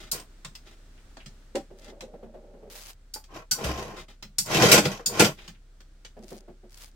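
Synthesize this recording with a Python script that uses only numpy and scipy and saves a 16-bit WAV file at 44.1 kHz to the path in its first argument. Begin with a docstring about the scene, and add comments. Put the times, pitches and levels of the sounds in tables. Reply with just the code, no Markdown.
"""Small dog with a treat toy

A small dog works a hollow plastic treat toy along the vinyl floor of a camper van.
Claws clack on the shell, the muzzle knocks and nudges it, and swipes send it scraping into the cupboards.
Paws step and brush about, and fingers rub on the camera, over faint air noise and a low hum.
Blows ring shaped spectra, rubbing is many tiny slips, and random echoes make the narrow cabin.
"""
import sys
import numpy as np
from scipy import signal
from scipy.fft import rfft, irfft
from scipy.io import wavfile
from scipy.ndimage import uniform_filter1d

SR = 44100
rng = np.random.default_rng(int(sys.argv[2]) if len(sys.argv) > 2 else 0)


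def persist_wave(psi):
    """Save psi, clipped to +-1, as 16-bit WAV."""
    counts = np.round(np.clip(psi, -1, 1) * 32767).astype(np.int16)
    wavfile.write(sys.argv[1], SR, np.atleast_2d(counts).T)


N = 306495
TIME = np.arange(N) / SR  # seconds

# Resonances of the toy's shell. Each row: pitch in Hz, width in Hz, lift in dB.
SHELL_MODES = [(210.7, 19, 15), (296, 36, 13), (340, 30, 7.5), (482.7, 56, 9), (604, 34, 6.5),
               (1410, 70, 10.5), (810, 110, 3.5), (1980, 46, 4.5), (2410, 68, 7), (2656, 34, 5),
               (3088, 71, 5.5), (4870, 71, 6)]


def amp(db):
    """Turns decibels into a gain."""
    return 10 ** (np.asarray(db) / 20)


def evened(x):
    """Scales a signal to an average (rms) level of 1."""
    return x / np.sqrt(np.mean(x ** 2) + 1e-20)


def read(points, hz):
    """Reads values between the points of a table, on a log-frequency axis."""
    f, value = np.transpose(points)
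    return np.interp(np.log(hz + 1), np.log(f + 1), value)


def add(mix, s, sound):
    """Mixes a stereo sound in at time s, in seconds."""
    part = mix[:, max(round(s * SR), 0):][:, :sound.shape[1]]
    part += sound[:, :part.shape[1]]


def level(rows, column=1, power=1.34):
    """Gain of strokes that speed up, hold and slow down evenly; loudness is a power of speed."""
    gain = np.zeros(N)
    for row in rows:
        corners = np.cumsum([row[0], *row[-3:]])
        speed = np.interp(TIME, corners, [0, 1, 1, 0])
        gain += amp(row[column]) * speed ** power
    return gain


def ring(spectrum, modes=(), bright=0, spot_db=0, size=4096):
    """Response of a struck body: a broad spectrum, lifted at resonances and rippled by the spot hit."""
    hz = abs(np.fft.fftfreq(size, 1 / SR))
    # brightness tilts the spectrum in dB per octave; it levels off below 300 Hz
    db = read(spectrum, hz) + bright * np.log2(np.maximum(hz, 300) / 1000)
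    for centre, width, lift in modes:
        db = db + lift / (1 + (2 * (hz - centre) / width) ** 2)
    knots = np.geomspace(500, 16000, 80)
    db = db + spot_db * np.interp(hz, knots, rng.standard_normal(len(knots)))
    # minimum phase: the sound starts at the contact, never before it
    bins = np.exp(signal.hilbert(np.log(amp(db))).conj())
    return np.fft.ifft(bins).real[None, :size // 2]


def at_microphones(pair):
    """Two unrelated signals become alike in the bass, as at two close microphones."""
    # Each row: pitch in Hz, likeness of left and right (1 is identical).
    likeness = [(100, .98), (250, .94), (500, .88), (800, .78), (1300, .1), (2800, .2), (5000, 0.02)]
    a, b = rfft(pair)
    same = read(likeness, np.fft.rfftfreq(pair.shape[1], 1 / SR))
    shared, apart = a * np.sqrt(1 + same), b * np.sqrt(1 - same)
    return irfft([shared + apart, shared - apart], pair.shape[1])


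def cabin(near_db=-4.5, near_s=0.03, late_db=-21.0, late_t60=0.23, size=12000):
    """Reflections from one spot in the aisle: strong near walls, a quick decay and a faint long tail."""
    # Quick decay of the echoes. Each row: pitch in Hz, time to fall by 60 dB in seconds.
    decay_times = [(100, 0.26), (500, 0.11), (1500, 0.16), (5000, 0.16), (14000, 0.19)]
    t = np.arange(size) / SR
    echoes = rng.choice([-1., 1.], (2, size)) * (rng.random((2, size)) < .15)
    bins, hz = rfft(at_microphones(echoes)), np.fft.rfftfreq(size, 1 / SR)
    tail = amp(late_db) * np.exp(-np.log(1000) * t / late_t60)
    out = 0
    for centre, t60 in decay_times:
        # each band fades out towards the neighbouring rows
        band = read([(f, float(f == centre)) for f, _ in decay_times], hz)
        out = out + irfft(bins * band, size) * (np.exp(-np.log(1000) * t / t60) + tail)
    return out * (1 + amp(near_db) * np.exp(-t / near_s))


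def blow(body, db, build_s=.0015, snap_db=-40, snap_s=.004, size=440):
    """One blow, heard by its echoes; snap lifts the first ones, db sets the loudest 10 ms."""
    paths = cabin()
    t = np.arange(paths.shape[1]) / SR
    paths = paths * (1 - np.exp(-t / build_s)) * (1 + amp(snap_db) * np.exp(-t / snap_s))
    sound = signal.fftconvolve(paths, body, axes=1)
    loudest = uniform_filter1d((sound ** 2).mean(0), size).max()
    return amp(db) * sound / np.sqrt(loudest)


def strikes(rows, spectrum, modes, gain_db, thud_db, thud_lag, snap_db):
    """Hard contacts: the body rings at once and the floor thuds just after (thud_lag in seconds)."""
    # Spectrum of the thud. Each row: pitch in Hz, level in dB.
    thud_spectrum = [(25, -50), (90, -7), (150, 3.5), (205, 3.5), (265, -10.5), (3000, -52)]
    out = np.zeros((2, N))
    for s, db, bright, thud in rows:
        body = ring(spectrum, modes, bright, spot_db=3.5)
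        add(out, s, blow(body, db + gain_db, snap_db=snap_db))
        add(out, s + thud_lag, blow(ring(thud_spectrum), db + thud + thud_db))
    return out


def touches(rows, spectrum, gain_db, width_hz, lift_db, soft_s):
    """Light, dull blows on the toy; the spot that is touched decides which mode rings most."""
    out = np.zeros((2, N))
    for s, db, hz in rows:
        body = ring(spectrum, [(hz, width_hz, lift_db)])
        add(out, s, blow(body, db + gain_db, soft_s))
    return out


def slips(per_s, spread_db):
    """Friction as many tiny slips of uneven size, at random moments."""
    train = (rng.random(N) < per_s / SR) * rng.choice([-1., 1.], N)
    return train * amp(spread_db * np.minimum(rng.exponential(1, N), 4))


def rubbing(body, per_s, spread_db):
    """Slips make a body ring in the cabin."""
    paths = signal.fftconvolve(cabin(), body, axes=1)
    return evened(signal.oaconvolve(slips(per_s, spread_db)[None], paths, axes=1)[:, :N])


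def claw_clacks():
    """Claws strike the shell: its rim rings and the paw thuds a moment later."""
    # Each row: start in seconds, level in dB before a common gain, brightness in dB per octave,
    # paw thud in dB against that level before a common gain.
    hits = [(0.1143, -20, 4.5, -34.5), (3.1373, -30, 4.3, -26), (3.5112, -17, 2, -19.5),
            (4.3835, -16.5, 3.5, -21), (4.458, -36, 4.5, -23), (5.0595, -17.5, 4.5, -18.5)]
    # Each row: pitch in Hz, level in dB.
    spectrum = [(200, -23), (1100, -8.5), (3000, -2.5), (5500, 2.5), (8800, -2.5), (10300, -8), (13000, -4),
                (16000, -9.5)]
    # Resonances of the rim. Each row: pitch in Hz, width in Hz, lift in dB.
    rim_modes = [(850, 47, 23), (1467, 130.8, 17), (4670, 429, 14), (5370, 210, 8), (6980, 960, 8.1),
                 (8660, 1200, 7.1)]
    return strikes(hits, spectrum, rim_modes, gain_db=-2.0, thud_db=-5.5, thud_lag=0.0055, snap_db=-10.0)


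def treats(per_s=70, spread_db=2.5, count=3):
    """Loose treats and grit hit the shell, each piece with its own colour."""
    # Each row: pitch in Hz, level in dB.
    spectrum = [(40, -41.5), (300, -17.5), (1900, 1), (6500, -2), (10000, -15.5), (13000, -12.5),
                (16000, -22)]
    pieces = [rubbing(ring(spectrum, SHELL_MODES, spot_db=3.5), per_s, spread_db) for _ in range(count)]
    return evened(sum(pieces))


def slide(judder_db=3.0, rattle_db=-2.0, scuff_db=-12.0, scuff_power=0.81, travel_hz=2.4, size=700):
    """A lightly dragged toy mostly scuffs; pressed hard, its rim sticks and slips and treats rattle."""
    # Shoves of the toy. Each row: start in seconds, drag on the floor in dB and grit under the rim
    # in dB (both shaped further below), speed-up, glide and slow-down in seconds.
    shoves = [(.115, -42, -38.5, 0.018, 0.016, 0.12), (3.28, -40.5, -45.5, 0.087, 0.0093, 0.089),
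              (3.53, -33.5, -38, 0.1, 0.085, .37), (3.76, -66, -46.5, 0.036, 0.022, 0.037),
              (4.44, -20.5, -17, 0.17, 0.15, .06), (4.81, -34, -30, 0.036, 0.015, 0.21),
              (5.04, -28, -28.5, .17, 0.044, 0.089)]
    # Sticking rim. Each row: pitch in Hz, level in dB.
    drag_spectrum = [(25, -59.5), (50, -36), (120, 2), (190, -2), (250, -14.5), (400, -0.5), (750, -1),
                     (1100, -18.5), (2500, -23), (9000, -65)]
    # Light scuff. Each row: pitch in Hz, level in dB.
    scuff_spectrum = [(100, -0.5), (450, -4), (800, -0.5), (1500, -2), (8000, -38.5)]
    grip = amp(1.2 * evened(uniform_filter1d(rng.standard_normal(N), size)))  # uneven pressure
    drag = grip * level(shoves, column=1, power=1.4)
    grit = grip * level(shoves, column=2, power=2.0)
    turn = 2 * np.pi * travel_hz * TIME
    out = 0
    # the echoes change as the toy travels: two sets of them trade places
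    for place in (np.sin(turn), np.cos(turn)):
        judder = rubbing(ring(drag_spectrum, SHELL_MODES), per_s=400, spread_db=2.5)
        judder = amp(judder_db) * drag ** 1.153 * judder
        scuff = rubbing(ring(scuff_spectrum, spot_db=5.5), per_s=250, spread_db=2.5)
        scuff = amp(scuff_db) * drag ** scuff_power * scuff
        rattle = amp(rattle_db) * grit * treats()
        out = out + place * (judder + scuff + rattle)
    return out


def chatter(count=4, first_gap_s=.0095, gap_growth=1.6, loss_db=3):
    """Turns a chattering bump into a run of ever weaker strikes, ever further apart."""
    # Each row: start in seconds, level in dB before a common gain, brightness in dB per octave,
    # floor thud in dB against that level before a common gain, chatter time in seconds.
    first_hits = [(3.641, -30, -1.5, 4.5, 0), (3.793, -49, -4, -11, 0), (4.546, -24, -3, 5, 0),
                  (4.629, -13.5, -4.5, -15, 0), (4.716, -9.5, 0.5, -29, .035), (4.777, -14.5, -3.5, -7, 0),
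                  (4.852, -21, -3.5, 1.5, 0), (5.195, -10.5, -1.8, -7, .06)]
    rows = []
    for s, db, bright, thud, length in first_hits:
        lag = 0
        for k in range(count):
            if lag <= length:
                rows.append((s + lag, db - k * loss_db, bright, thud))
            lag += first_gap_s * gap_growth ** k
    return rows


def cupboard_bumps():
    """The toy hops and hits the cupboards, so its whole shell rings."""
    # Each row: pitch in Hz, level in dB.
    spectrum = [(25, -53), (60, -23.5), (170, -3), (250, -14.5), (400, 2), (1100, -6.5), (2200, -0.5),
                (6500, -1.5), (8600, -3), (10000, -11), (13000, -8.5), (16000, -14.5)]
    return strikes(chatter(), spectrum, SHELL_MODES,
                   gain_db=-0.5, thud_db=-6.5, thud_lag=.003, snap_db=-14.5)


def light_taps():
    """Light, dull taps on the toy, each time with another main pitch: first a paw lands on it, then the tipping
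    toy taps its rim on the floor."""
    # Each row: start in seconds, level in dB before a common gain, main pitch in Hz.
    hits = [(3.158, -40, 860), (3.587, -38, 840), (3.955, -49.5, 496), (4.484, -37, 700), (4.992, -38, 470)]
    # Each row: pitch in Hz, level in dB.
    spectrum = [(80, -12), (600, -2), (1400, -6.5), (10000, -40)]
    return touches(hits, spectrum, gain_db=-2.0, width_hz=70, lift_db=14.5, soft_s=0.0023)


def knocks(nose_db=-5.0, soft_s=0.00093):
    """Soft nose blows ring the low modes of the hollow toy, each at another spot."""
    # Each row: start in seconds, level in dB before a common gain.
    hits = [(1.5485, -23), (1.5555, -19.5)]
    # Each row: pitch in Hz, level in dB.
    spectrum = [(80, -22), (230, -1.5), (450, 0.5), (900, -14), (1800, -26), (16000, -44)]
    # Resonances of the hollow toy. Each row: pitch in Hz, width in Hz, lift in dB.
    hollow_modes = [(235, 50, 4), (339, 50, 8), (560, 80, 16), (786, 50, 15), (1010, 100, 8)]
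    out = np.zeros((2, N))
    for s, db in hits:
        body = ring(spectrum, hollow_modes, spot_db=2)
        add(out, s, blow(body, db + nose_db, soft_s))
    return out


def muzzle(rub_db=-4.5):
    """The muzzle nudges the toy at changing spots and stays pressed on it, a dull rumble."""
    # Nudges. Each row: start in seconds, level in dB before a common gain, main pitch in Hz.
    nudges = [(1.701, -43, 380), (1.879, -42.5, 371), (1.919, -44, 657), (2.023, -36, 520),
              (2.132, -40, 500), (2.226, -38.5, 225), (2.339, -42.5, 638), (2.437, -49, 380),
              (2.534, -45, 517), (2.622, -43, 434), (2.669, -44, 415), (6.165, -42, 230), (6.222, -43, 369),
              (6.313, -36, 376), (6.477, -42, 358), (6.631, -46.5, 366)]
    # Presses. Each row: start in seconds, level in dB before a common gain, rise, hold and fall in seconds.
    presses = [(1.7, -50, 0.32, 0.703, 0.086), (6.16, -55, 0.047, 0.2, 0.061)]
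    # Each row: pitch in Hz, level in dB.
    spectrum = [(120, -15.5), (215, 3.5), (290, -6.5), (375, 3), (680, -2), (1000, -18), (9000, -47)]
    nudging = touches(nudges, spectrum, gain_db=-3.5, width_hz=36, lift_db=10, soft_s=0.01)
    rumble = rubbing(ring(spectrum), per_s=500, spread_db=0.0)
    return nudging + amp(rub_db) * level(presses, power=0.33) * rumble


def boom(start_s=3.648, swell_s=0.024):
    """The floor panel booms under the tipping toy: one low mode that swells and dies away."""
    # One row: level in dB before the swell and decay, pitch in Hz, time to fall by 60 dB in seconds.
    panel_mode = (-21, 66, 0.4)
    db, hz, t60 = panel_mode
    t = np.maximum(TIME - start_s, 0)
    shape = (1 - np.exp(-t / swell_s)) * np.exp(-np.log(1000) * t / t60)
    return amp(db) * shape * np.sin(2 * np.pi * hz * t)


def claw_steps():
    """Claws tick on the floor, each with a thud of the paw just after."""
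    # Each row: start in seconds, level in dB before a common gain, brightness in dB per octave,
    # paw thud in dB against that level before a common gain.
    hits = [(.197, -40.5, 5, -22), (.4471, -35, -0.5, -7.5), (.5512, -40, 2, -28),
            (1.1688, -42.5, -4.5, -22), (1.2598, -43, 1, 1.5), (1.5535, -32, -1, -44),
            (2.0069, -38, 0, -12), (3.239, -50.5, 1.5, -20), (4.2245, -38, -0.5, -8),
            (5.4775, -40, 1, -3.5), (5.804, -51, 0, -28), (6.048, -42, -1, -17)]
    # Each row: pitch in Hz, level in dB.
    spectrum = [(100, -8), (500, -1.5), (4800, 2), (8500, -3.5), (10200, -19.5), (16000, -15)]
    return strikes(hits, spectrum, (), gain_db=-1.5, thud_db=-3.5, thud_lag=0.00275, snap_db=2.0)


def pats(pad_db=-2.5, soft_s=0.004):
    """The pads of the shifting feet land softly, so each blow builds up slowly."""
    # Each row: start in seconds, level in dB before a common gain.
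    landings = [(0.974, -59.5), (1.2, -49), (5.385, -45.5), (5.545, -59.5)]
    # Each row: pitch in Hz, level in dB.
    spectrum = [(1000, -1), (2800, 10.5), (5000, -9), (11000, -29)]
    out = np.zeros((2, N))
    for s, db in landings:
        add(out, s, blow(ring(spectrum, spot_db=1.5), db + pad_db, soft_s))
    return out


def paws(fur_db=-1.0):
    """Paws and fur brush the floor: dense slips that follow each stroke's speed."""
    # Each row: start in seconds, level in dB before a common gain, rise, hold and fall in seconds.
    strokes = [(0, -41.5, 0.00074, 0.0046, 0.12), (.645, -50, 0.033, 0.021, 0.083),
               (1.75, -48.5, .14, 0.013, 0.027), (3.955, -43.5, 0.014, 0.038, 0.059),
               (4.08, -50, 0.0043, 0.014, 0.075), (5.36, -49.5, 0.026, 0.068, 0.12)]
    # Each row: pitch in Hz, level in dB.
    spectrum = [(200, 2.5), (900, -7), (1600, -4), (4000, -6.5), (7500, -14.5), (10500, -26)]
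    grain = rubbing(ring(spectrum), per_s=2400, spread_db=7.0)
    return amp(fur_db) * level(strokes) * grain


def skin_slips(spectrum, per_s, spread_db):
    """Slips of skin reach the two microphones directly, without echoes."""
    pair = np.array([slips(per_s, spread_db), slips(per_s, spread_db)])
    return evened(signal.oaconvolve(at_microphones(pair), ring(spectrum), axes=1)[:, :N])


def handling(finger_db=-2.5, grip_db=1.6, catch_db=-53.5, catch_power=0.35, catch_s=0.0015, size=256):
    """Fingers rasp on the camera, too close for echoes; a slow rub breaks up into separate catches."""
    # Each row: start in seconds, level in dB before a common gain, rise, hold and fall in seconds.
    rubs = [(1.77, -64, 0.01, 0.068, .02), (2.699, -44, 0.0019, 0.084, 0.019),
            (2.77, -45.5, 0.052, 0.081, 0.048), (6.19, -53.5, 0.13, 0.04, 0.063),
            (6.685, -47.5, 0.13, 0.016, 0.088)]
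    # Fine rasp of the skin. Each row: pitch in Hz, level in dB.
    skin_spectrum = [(100, -4.5), (4500, 2), (10000, -3), (16000, -4)]
    # One catch of the skin. Each row: pitch in Hz, level in dB.
    catch_spectrum = [(1500, -1), (5000, 5), (9000, 4), (16000, -22.5)]
    strength = level(rubs)
    grip = amp(grip_db * evened(uniform_filter1d(rng.standard_normal(N), 900)))
    fine = skin_slips(skin_spectrum, per_s=4000, spread_db=3.0)
    catches = skin_slips(catch_spectrum, per_s=40, spread_db=2.2)
    # each catch is a short burst of noise
    rasp = rng.standard_normal((2, size)) * np.exp(-np.arange(size) / SR / catch_s)
    catches = evened(signal.oaconvolve(catches, rasp, axes=1)[:, :N])
    catch_gain = amp(catch_db) * (strength / strength.max()) ** catch_power
    return amp(finger_db) * strength * grip * fine + catch_gain * catches


def background(waver=.15, air_db=-65.5):
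    """Faint air noise that swells and sinks, and a wavering low hum of a few steady tones."""
    # Colour of the air noise. Each row: pitch in Hz, level in dB.
    air_spectrum = [(25, -17), (70, -16), (130, -25.5), (280, -26.5), (1000, -40), (1400, -34.5),
                    (2500, -41), (4200, -41), (8500, -45), (11000, -55)]
    # Slow swell of the air noise. Each row: time in seconds, lift in dB.
    air_lift = [(1.4, 8.5), (2.3, 1.34), (6.0, 2.55)]
    # Tones of the hum. Each row: pitch in Hz, level in dB.
    hum_tones = [(32.6, -52), (65, -67), (130, -72.5)]
    hiss = rfft(at_microphones(rng.standard_normal((2, N))))
    air = evened(irfft(hiss * amp(read(air_spectrum, np.fft.rfftfreq(N, 1 / SR))), N))
    # slow random drift, weaker the faster it goes
    waves = [np.sin(2 * np.pi * (f * TIME + rng.random())) / np.sqrt(f) for f in np.geomspace(.3, 3, 10)]
    drift = evened(sum(waves))
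    hum = 0
    for hz, db in hum_tones:
        phase = 2 * np.pi * hz * TIME + waver * drift * hz / hum_tones[0][0]
        hum = hum + amp(db) * np.sqrt(2) * np.sin(phase)
    air_gain = amp(air_db + np.interp(TIME, *np.transpose(air_lift)) + .5 * drift)
    return air_gain * air + hum


def scene():
    """Dog, toy, hand and cabin together."""
    toy = claw_clacks() + slide() + cupboard_bumps() + light_taps() + knocks() + muzzle() + boom()
    feet = claw_steps() + pats() + paws()
    return toy + feet + handling() + background()


def record(dry, edge_hz=16200):
    """Peaks beyond full scale clip; then a low-pass filter takes away the highest treble."""
    low_pass = signal.firwin(401, edge_hz, window=("kaiser", 8), fs=SR)
    return signal.oaconvolve(np.clip(dry, -1, 1), low_pass[None], "same")


dry = scene()
out = record(dry)
persist_wave(out)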